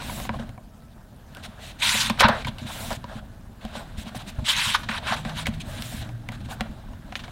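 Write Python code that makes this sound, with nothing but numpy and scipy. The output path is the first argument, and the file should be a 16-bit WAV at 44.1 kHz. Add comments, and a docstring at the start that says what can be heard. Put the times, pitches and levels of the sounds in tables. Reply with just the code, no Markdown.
"""Paper hisses, snaps and flaps as hands turn the thick glossy pages of a book on a wooden desk, close by.
Sliding fingers scrape the coating and flex the sheet; it buckles in short crackles.
Snaps and nail ticks ring the block of pages; soft blows and dragging hands make the desk thud and rumble.
Behind it is a quiet room: steady air, short reverberation, faint hums that come and go."""
import sys
import numpy as np
from scipy import signal
from scipy.fft import rfft, irfft, next_fast_len
from scipy.io import wavfile
from scipy.ndimage import uniform_filter1d, map_coordinates

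SR = 44100
rng = np.random.default_rng(int(sys.argv[2]) if len(sys.argv) > 2 else 0)


def generate_wav(sig):
    """Save sig (samples, or channels by samples) to the path in sys.argv[1] as 16-bit PCM at SR."""
    pcm = np.round(np.clip(np.atleast_2d(sig).T, -1, 1) * 32767).astype(np.int16)
    wavfile.write(sys.argv[1], SR, pcm)


N = 322371

# Modes of the block of pages. Each row: frequency in Hz, level in dB, T60 in seconds.
BOOK_MODES = [(564, -4, 0.044), (745, -1.5, 0.044), (977, -2.5, 0.036), (1070, -13, 0.053),
              (1530, -6.5, 0.016), (1760, -19, 0.025), (2250, -8.5, 0.022)]
# Hands resting and shifting. Each row: time in seconds, rub on paper in dB, drag on desk in dB.
RESTING_HANDS = [(0, -44.5, -38.5), (.14, -50.5, -34.5), (.49, -61, -38), (.6, -85, -46), (1.22, -84, -46),
                 (1.33, -59, -44), (1.8, -59.5, -43), (2.16, -49, -33.5), (2.55, -58, -40),
                 (3.02, -60.5, -40), (3.2, -66, -41), (3.55, -74, -45.5), (3.75, -57.5, -42),
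                 (4.4, -56, -40.5), (5.15, -51.5, -39.5), (5.39, -52, -36), (5.7, -57, -36.5),
                 (6.2, -66, -40), (6.5, -57.5, -38), (6.7, -58.5, -38), (7.03, -66, -40.5),
                 (7.15, -55, -38.5), (7.31, -54.5, -43)]


def amp(db):
    """Gain of a level in dB."""
    return 10 ** (np.asarray(db) / 20)


def unit_rms(x):
    """x at rms 1."""
    return x / np.sqrt(np.mean(x ** 2) + 1e-20)


def curves(rows):
    """One value per sample for each column after the time."""
    times_s, *columns = np.transpose(rows)
    return [np.interp(np.arange(N) / SR, times_s, column) for column in columns]


def wobble(rate_hz):
    """Smooth random curve, rate_hz knots a second."""
    knots = rng.standard_normal(int(N * rate_hz / SR) + 4)
    return map_coordinates(knots, [np.arange(N) * rate_hz / SR])


def filtered(x, response):
    """x through a response given as a function of Hz."""
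    size = next_fast_len(x.shape[-1] + 8192)
    return irfft(rfft(x, size) * response(np.fft.rfftfreq(size, 1 / SR)), size)[..., :x.shape[-1]]


def resonance(hz, centre_hz, width_hz):
    """Causal resonance, gain 1 at its centre."""
    return 1j * hz * width_hz / (centre_hz ** 2 - hz ** 2 + 1j * hz * width_hz)


def ring_modes(modes, t, scatter_db):
    """Decaying sines of a struck body, each at a randomly scattered level."""
    return sum(amp(db + rng.normal(0, scatter_db) - 60 * t / t60_s) * np.sin(2 * np.pi * hz * t)
               for hz, db, t60_s in modes)


def grainy_noise(spectrum, grain_db, patchy_db):
    """Dense tiny slips of uneven size, coloured, with time-frequency patches of random gain; rms 1."""
    slips = rng.standard_normal(N) * amp(grain_db * wobble(900))
    bins = signal.stft(slips, nperseg=256)[2]
    patches = uniform_filter1d(uniform_filter1d(rng.standard_normal(bins.shape), 5, 0), 8, 1)
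    depth_db = np.interp(np.arange(bins.shape[1]) * 128, np.arange(N), np.broadcast_to(patchy_db, N))
    patched = signal.istft(bins * amp(depth_db * unit_rms(patches)), nperseg=256)[1][:N]
    hz, db = np.transpose(spectrum)
    colour = lambda f: amp(np.interp(np.log(f + 1), np.log(hz + 1), db, left=-90, right=-90))
    return unit_rms(filtered(patched, colour))


def room_air():
    """Steady noise of the quiet room."""
    # Each row: frequency in Hz, relative density in dB.
    spectrum = [(250, -9), (420, -4.5), (650, -3), (1100, -10), (2000, -17), (3000, -17), (8000, -23.5),
                (16500, -25)]
    return amp(-58) * grainy_noise(spectrum, grain_db=1.5, patchy_db=2.0)


def hums():
    """Low hums and one faint thin tone fade in and out, wavering in pitch and level."""
    # Each row: start and end in seconds, start and end pitch in Hz, start and end level in dB.
    tones = [(5.14, 5.62, 154, 160, -40, -38), (5.84, 6.52, 114.5, 118, -45, -38),
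             (5.9, 6.3, 295, 301, -59, -54), (.71, .9, 1320, 1326, -64, -65)]
    out, t = np.zeros(N), np.arange(N) / SR
    for start_s, end_s, start_hz, end_hz, start_db, end_db in tones:
        hz, db = curves([(start_s, start_hz, start_db), (end_s, end_hz, end_db)])
        fade = np.clip(np.minimum(t - start_s, end_s - t) / 0.03, 0, 1)
        gain = np.sqrt(2) * fade * amp(db + 3 * wobble(20))
        cycles = np.cumsum(hz * (1 + 0.01227 * wobble(11))) / SR
        out += gain * np.sin(2 * np.pi * cycles)
    return out


def walls(x):
    """Room reverberation of x; each frequency dies at its own rate."""
    # Each row: frequency in Hz, T60 in seconds.
    decay_times = [(200, 0.11), (1500, 0.36), (8000, 0.13)]
    hz, t, bins = signal.stft(rng.standard_normal(SR // 2), SR, nperseg=256)
    t60_s = np.interp(hz, *np.transpose(decay_times))
    tail = signal.istft(bins * amp(-60 * t / t60_s[:, None]), SR, nperseg=256)[1]
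    delayed = np.pad(x, (300, 0))
    return signal.fftconvolve(delayed, tail / np.linalg.norm(tail))[:N]


def desk():
    """Soft blows ring the desk top and give it a deep push; dragging hands keep it rumbling."""
    # Each row: start in seconds, level in dB, push in dB over that level, push frequency in Hz.
    thuds = [(.13, -31, -5, 67), (0.212, -32, 15, 62), (0.294, -20.5, 1, 62), (0.392, -23, -14, 125),
             (0.422, -24, -10, 124), (.491, -40.5, 19, 107), (.577, -36, 6, 124), (1.482, -35.5, -28, 65),
             (1.942, -30.5, -5, 62), (2.102, -18, -9, 65), (2.122, -34, -7, 124), (2.246, -9, 4, 83.5),
             (2.294, -14.5, -13, 124), (2.454, -28.5, 15, 132), (2.483, -26, 9, 125),
             (2.618, -25.5, 8, 121), (2.647, -28, 12, 125), (2.917, -31, -11, 97), (2.969, -41, 23, 112),
             (3.042, -34.5, 11, 121), (3.155, -28.5, 4, 124), (3.646, -29.5, 10, 62), (3.766, -27, -4, 73),
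             (3.98, -31, 18.5, 61), (4.064, -27, -6, 75), (4.156, -23, -24, 125), (4.385, -33.5, 26, 85.5),
             (4.401, -34.5, 21.5, 63), (4.422, -27.5, 10.5, 118), (4.669, -31, 11, 125),
             (4.892, -24.5, -9, 124), (5.109, -26.5, -2, 118), (5.254, -22, -16, 73), (5.485, -17, 3.5, 87),
             (5.791, -28, -4, 65), (5.939, -26, -19, 116), (6.293, -28.5, -10, 102), (6.508, -41, -8, 110),
             (6.608, -23, 8, 61.6), (6.694, -29, 8, 62)]
    # Each row: frequency in Hz, level in dB, T60 in seconds.
    desk_modes = [(219.9, 3, 0.11), (124, -2.5, 0.077), (201, -8, 0.093), (619, -14, 0.11),
                  (747, -22, 0.041)]
    # Each row: frequency in Hz, relative density in dB.
    rumble_spectrum = [(15, -10), (30, 4), (55, 1.5), (120, -0.5), (170, -5.5), (225, -2.5), (300, -14),
                       (420, -26)]
    rise_s, push_t60_s = 0.0056, 0.048
    out, t = np.zeros(N + SR), np.arange(SR // 4) / SR
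    for start_s, db, push_db, push_hz in thuds:
        ring = ring_modes(desk_modes, t, scatter_db=2)
        push = amp(push_db - 60 * t / push_t60_s) * np.sin(2 * np.pi * push_hz * t)
        out[round(start_s * SR):][:len(t)] += amp(db) * (1 - np.exp(-t / rise_s)) * (ring + push)
    drag_db = curves(RESTING_HANDS)[1] + 0.91 * wobble(14)
    return out[:N] + amp(drag_db) * grainy_noise(rumble_spectrum, grain_db=-2.0, patchy_db=0.8)


def crackles():
    """The sheet buckles: quick swells of pitched noise with a crisp edge; the pages below ring along."""
    # Each row: start in seconds, nominal peak in dB, centre in Hz, rise in seconds, relative edge in dB.
    buckles = [(0.336, -20.5, 724, 0.0062, -21), (0.395, -20, 580, 0.0028, -12.5),
               (1.999, -7, 4030, 0.0099, -17), (2.098, -6, 840, 0.0035, -6.5),
               (2.174, -23, 1510, 0.0029, -10), (2.194, -7.5, 3600, 0.0068, -1.5),
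               (2.204, 2, 1580, 0.0048, -6), (2.234, -15, 1440, 0.01, -18), (2.249, -13, 980, 0.0089, -25),
               (2.287, -1, 705, 0.0042, -20), (2.299, -15, 802, 0.0016, -32),
               (2.33, -23, 1180, 0.0086, -24), (2.446, -15, 1810, 0.0034, -10),
               (2.904, -11.5, 730, 0.0052, -15), (2.924, -23, 1010, 0.0015, -18),
               (3.751, -18, 554, 0.0047, -27), (4.743, -1.5, 1350, 0.0055, -10),
               (4.83, -25, 1010, 0.0072, -2), (4.889, -9, 1700, 0.0033, -26),
               (5.065, -15.5, 2400, 0.012, -13), (5.121, -5.5, 990, 0.0046, -18),
               (5.292, -20.5, 1060, 0.0046, -5), (5.455, -14, 2100, 0.0034, -10),
               (5.599, -38, 3500, 0.003, -19), (7.19, -28, 1380, 0.0064, 0), (7.235, -27, 1380, 0.0065, -4)]
    crest_db = 15
    out, t = np.zeros(N + SR), np.arange(SR // 10) / SR
    pages = lambda f: 1 + 1.1 * sum(resonance(f, mode_hz, 91) for mode_hz, _, _ in BOOK_MODES)
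    for start_s, peak_db, hz, rise_s, edge_db in buckles:
        body_noise, edge_noise = rng.standard_normal((2, len(t)))
        body = unit_rms(filtered(body_noise, lambda f: resonance(f, hz, 0.81 * hz) ** 2 * pages(f)))
        edge = unit_rms(filtered(edge_noise, lambda f: resonance(f, 3300, 2300) ** 2))
        swell = amp(peak_db - crest_db) * t / rise_s * np.exp(1 - t / rise_s)
        out[round(start_s * SR):][:len(t)] += swell * (body + amp(edge_db + 1.5) * edge)
    return out[:N]


def snaps():
    """Paper snaps, nail ticks: an impulse and brief rattle ring a broad resonance, treble and book."""
    # Each row: start in seconds, body peak in dB, centre in Hz, treble gain in dB, book ring gain in dB.
    impacts = [(.0211, -28, 3840, -24, -27.5), (0.0966, -33, 2360, -26, -25.5),
               (0.2005, -22, 3530, -14, -26.5), (0.2525, -26, 3430, -28, -30),
               (0.2928, -16.5, 1690, -40, -19), (0.4925, -34, 3050, -28, -39),
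               (0.5784, -55, 1960, -38, -37), (1.3493, -29, 3680, -19, -58), (1.37, -31, 3170, -22, -40),
               (1.9509, -21, 3650, -19, -27.5), (2.0986, -11.5, 2400, -4.5, -31.5),
               (2.2066, -1, 2370, 5, -19), (2.2209, -16, 1920, -6, -15), (2.2854, -16, 3010, -4, -20),
               (2.4705, -28, 3680, -14, -28), (2.5842, -26, 3220, -21, -45), (2.9055, -30, 1820, -15, -33),
               (2.929, -19.5, 4150, -22, -48), (3.042, -29.5, 3570, -43, -34.5),
               (3.6514, -28, 2960, -21, -36), (4.1476, -40, 3210, -35, -30), (4.8886, -17, 2370, -35, -37),
               (4.9154, -17, 1950, -26, -37.5), (5.2508, -22, 2110, -35, -31),
               (5.4688, -10, 2240, -7, -22.5), (5.8227, -14.5, 3650, -8, -40),
               (6.0916, -34, 2420, -31, -39), (6.2886, -21, 2070, -18.5, -32.5),
               (6.3208, -32, 3690, -21, -50), (6.4878, -35, 3760, -36, -32.5),
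               (6.6082, -12.5, 2250, -11, -23), (6.934, -41.5, 2770, -45, -41),
               (7.1241, -24.5, 2200, -30, -38), (7.1549, -12, 2430, -24, -31),
               (7.2801, -34, 2150, -37, -37)]
    rattle_db, rattle_t60_s, treble_t60_s, ring_rise_s = -22, 0.034, 0.08, 0.0004
    out, t = np.zeros(N + SR), np.arange(SR // 10) / SR
    for start_s, peak_db, hz, treble_db, ring_db in impacts:
        blow = amp(rattle_db - 60 * t / rattle_t60_s) * rng.standard_normal(len(t))
        blow[0] = 1  # the impulse
        band = lambda f: resonance(f, hz, 0.64 * hz) * resonance(f, hz, 2.6 * hz)
        body = filtered(blow, lambda f: band(f) / (1 + 1j * f / (2.1 * hz)) ** 2)
        treble = filtered(blow * amp(-60 * t / treble_t60_s), lambda f: resonance(f, 7700, 7800) ** 2)
        ring = ring_modes(BOOK_MODES, t, scatter_db=3.9) * (1 - np.exp(-t / ring_rise_s))
        snap = amp(peak_db) * body / np.abs(body).max() + amp(treble_db) * treble + amp(ring_db) * ring
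        out[round(start_s * SR):][:len(t)] += snap
    return out[:N]


def touch_levels():
    """Slide level, and flex and hiss over it, in dB: resting hands plus each stroke, summed in power."""
    # Each row: start, lift-off and rise in seconds, full slide level in dB, sag until lift-off in dB,
    # sheet flex and skin hiss in dB over the slide.
    strokes = [(0, 0.274, 0.0037, -44, 1.5, -0.5, -1), (0.317, 0.371, .02, -52.5, 0, 7, -7),
               (0.387, 0.435, 0.0033, -52, 4, 11, -8), (1.37, 1.413, .008, -54, 8, -2, -8),
               (1.423, 1.463, 0.015, -41.5, 1, -3, -7), (1.582, 1.72, 0.049, -43.5, 3.5, -10, -6.5),
               (1.783, 1.82, 0.019, -37.5, -1, -9, -8.5), (1.815, 2.083, 0.014, -22, 9, -8.5, -5),
               (2.08, 2.162, 0.011, -32, 25, -4, -15), (2.181, 2.214, .022, -28.5, 16, 2.5, -9),
               (2.221, 2.266, 0.017, -18.5, 11.5, 8, -36), (2.272, 2.384, 0.015, -31, 30, 13.5, -23),
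               (2.308, 2.425, .02, -43.5, -3.5, 1, -11.5), (2.447, 2.491, 0.039, -33.5, 4.5, -3.5, -14),
               (2.581, 2.665, .005, -44, 9, -7, -9), (2.653, 2.966, 0.017, -41.5, 1.5, -2.5, -2.5),
               (2.902, 2.935, 0.021, -36.5, 16, 6, -3.5), (3.057, 3.196, 0.032, -54, -4, 9, -7.5),
               (3.603, 3.718, 0.011, -51, 2, 2.5, -10.5), (3.712, 3.834, 0.052, -40, 14.5, 0, -8),
               (3.966, 4.035, .017, -43, 6.5, -10, -5), (4.032, 4.094, 0.05, -44, 1, 0, -7.5),
               (4.143, 4.179, .01, -42, 4, -3, -4), (4.177, 4.223, .02, -45, 0, -6, -8),
               (4.257, 4.305, 0.036, -37, 10, -10, -6), (4.385, 4.397, .005, -50.5, 6, 7, -6),
               (4.439, 4.539, 0.051, -21, 5.5, -12, -9.5), (4.524, 4.762, 0.049, -24, 4.5, -10.5, -8.5),
               (4.768, 4.846, .005, -44, 16, 2, -4.5), (4.883, 4.983, 0.0072, -36, -2, 1, -12.5),
               (5.014, 5.15, 0.073, -32.5, 0.5, 3.5, -11.5), (5.15, 5.219, 0.018, -35, 19, -5, -9),
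               (5.245, 5.343, 0.0079, -40.5, 14, 5.5, -9.5), (5.34, 5.433, 0.047, -32.5, 10, -3, -8),
               (5.456, 5.491, 0.018, -37, 10, 0, -8), (5.529, 5.56, .012, -43.5, 13, -11, -7.5),
               (5.597, 5.618, 0.0077, -37, 1.5, -26, -9), (5.623, 5.788, 0.055, -50.5, -8.5, 5, -2.5),
               (5.748, 6.029, .06, -45, -0.5, -2, -2.5), (6.01, 6.137, .02, -49.5, 17, 3.5, -7),
               (6.31, 6.358, .01, -48.5, 0, 2, -7), (6.39, 6.415, .02, -54, 0, 2.5, -6),
               (6.438, 6.46, .014, -51, -1, -5, -7), (6.484, 6.547, 0.03, -42, 12, 2.5, -4),
               (6.595, 6.672, .004, -51.5, 11, 10.5, -14), (7.154, 7.178, .004, -38, 10, -12, -8)]
    release_s = 0.014  # per 20 dB of fall
    flex_sag_share, hiss_sag_share = 0.53, 0.68
    t = np.arange(0, N / SR, 0.001)
    rub_db = np.interp(t, *np.transpose(RESTING_HANDS)[:2])
    faintness_db = -60.5 - rub_db  # the fainter the rub, the more flex and hiss stand out
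    over_rub_db = np.array([np.zeros_like(t), 8 + 0.64 * faintness_db, -8 + 0.26 * faintness_db])
    power = amp(rub_db + over_rub_db) ** 2  # rows: slide, flex, hiss
    for start_s, end_s, rise_s, db, sag_db, flex_db, hiss_db in strokes:
        swell = np.clip((t - start_s) / rise_s, 0, 1) ** 1.14
        release = amp(-20 * np.clip(t - end_s, 0, None) / release_s)
        hold_s = max(end_s - start_s - rise_s, 0.002)
        drop_db = sag_db * np.clip((t - start_s - rise_s) / hold_s, 0, 1)
        offsets_db = [-drop_db, flex_db - flex_sag_share * drop_db, hiss_db - hiss_sag_share * drop_db]
        slide, flex, hiss = swell * release * amp(db + np.array(offsets_db))
        progress = np.clip((t - start_s) / (end_s - start_s + release_s), 0.02, 0.98)
        hand_speed = np.sin(np.pi * progress)
        power += np.array([slide, flex, hand_speed ** 0.24 * hiss]) ** 2
    slide_db, flex_db, hiss_db = (np.interp(np.arange(N) / SR, t, row) for row in 10 * np.log10(power))
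    return slide_db, flex_db - slide_db, hiss_db - slide_db


def sliding_fingers():
    """Fingers scrape the coating, bend the sheet and hiss; the grip flutters."""
    # Spectra. Each row: frequency in Hz, relative density in dB.
    coating_spectrum = [(900, -16), (1600, -1), (2300, 3.5), (3100, 4.5), (3900, 5.5), (4700, -5.5),
                        (6000, -14.5)]
    flat_sheet_spectrum = [(330, -13), (450, -8), (640, 3.5), (950, -3), (1250, -6), (1600, -2),
                           (2000, -13), (2800, -40.5)]
    raised_sheet_spectrum = [(520, -13), (750, -12), (970, 0), (1250, -6.5), (1550, -1), (1900, -11),
                             (2800, -25)]
    skin_spectrum = [(3500, -1.5), (5200, -0.5), (6500, 1.5), (8500, 2), (11000, -6), (16500, -18)]
    palm_spectrum = [(7000, -9), (10000, 7), (13000, 6), (16500, 4)]
    slide_db, flex_db, hiss_db = touch_levels()
    # A loud slide is a raised sheet: coarser grain, higher flex, duller hiss.
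    lift = np.clip((slide_db + 43) / 9, 0, 1)
    grip_db = slide_db + (0.3 + 0.7 * lift) * wobble(60)
    slide = grainy_noise(coating_spectrum, grain_db=0.4 + 1.3 * lift, patchy_db=0.6 + 1.9 * lift)
    flat = grainy_noise(flat_sheet_spectrum, grain_db=0.8, patchy_db=3.0)
    raised = grainy_noise(raised_sheet_spectrum, grain_db=0.0, patchy_db=1.5)
    flex = amp(flex_db) * (np.sqrt(1 - lift) * flat + np.sqrt(lift) * raised)
    palm_db = 4.0 + 2.55 * hiss_db - 10 * lift  # more skin on the page, finer hiss
    palm = amp(palm_db) * grainy_noise(palm_spectrum, grain_db=0.6, patchy_db=0.6)
    skin = grainy_noise(skin_spectrum, grain_db=0.9 + 0.28 * lift, patchy_db=2.5 + 1.1 * lift)
    hiss = amp(hiss_db) * (skin + palm)
    return amp(grip_db) * (slide + flex + hiss)


def scene():
    """Paper with its reverberation, over the desk and the room; mono."""
    paper = sliding_fingers() + snaps() + crackles()
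    background = hums() + room_air()
    return (background + paper + amp(-18.5) * walls(paper) + desk())[None]


def record(dry):
    """The input stage rounds off the highest peaks and limits the band."""
    ceiling, top_hz = 0.8, 15850
    rounded = dry / (1 + np.abs(dry / ceiling) ** 4) ** 0.25
    return filtered(rounded, lambda hz: hz < top_hz)


dry = scene()
out = record(dry)
generate_wav(out)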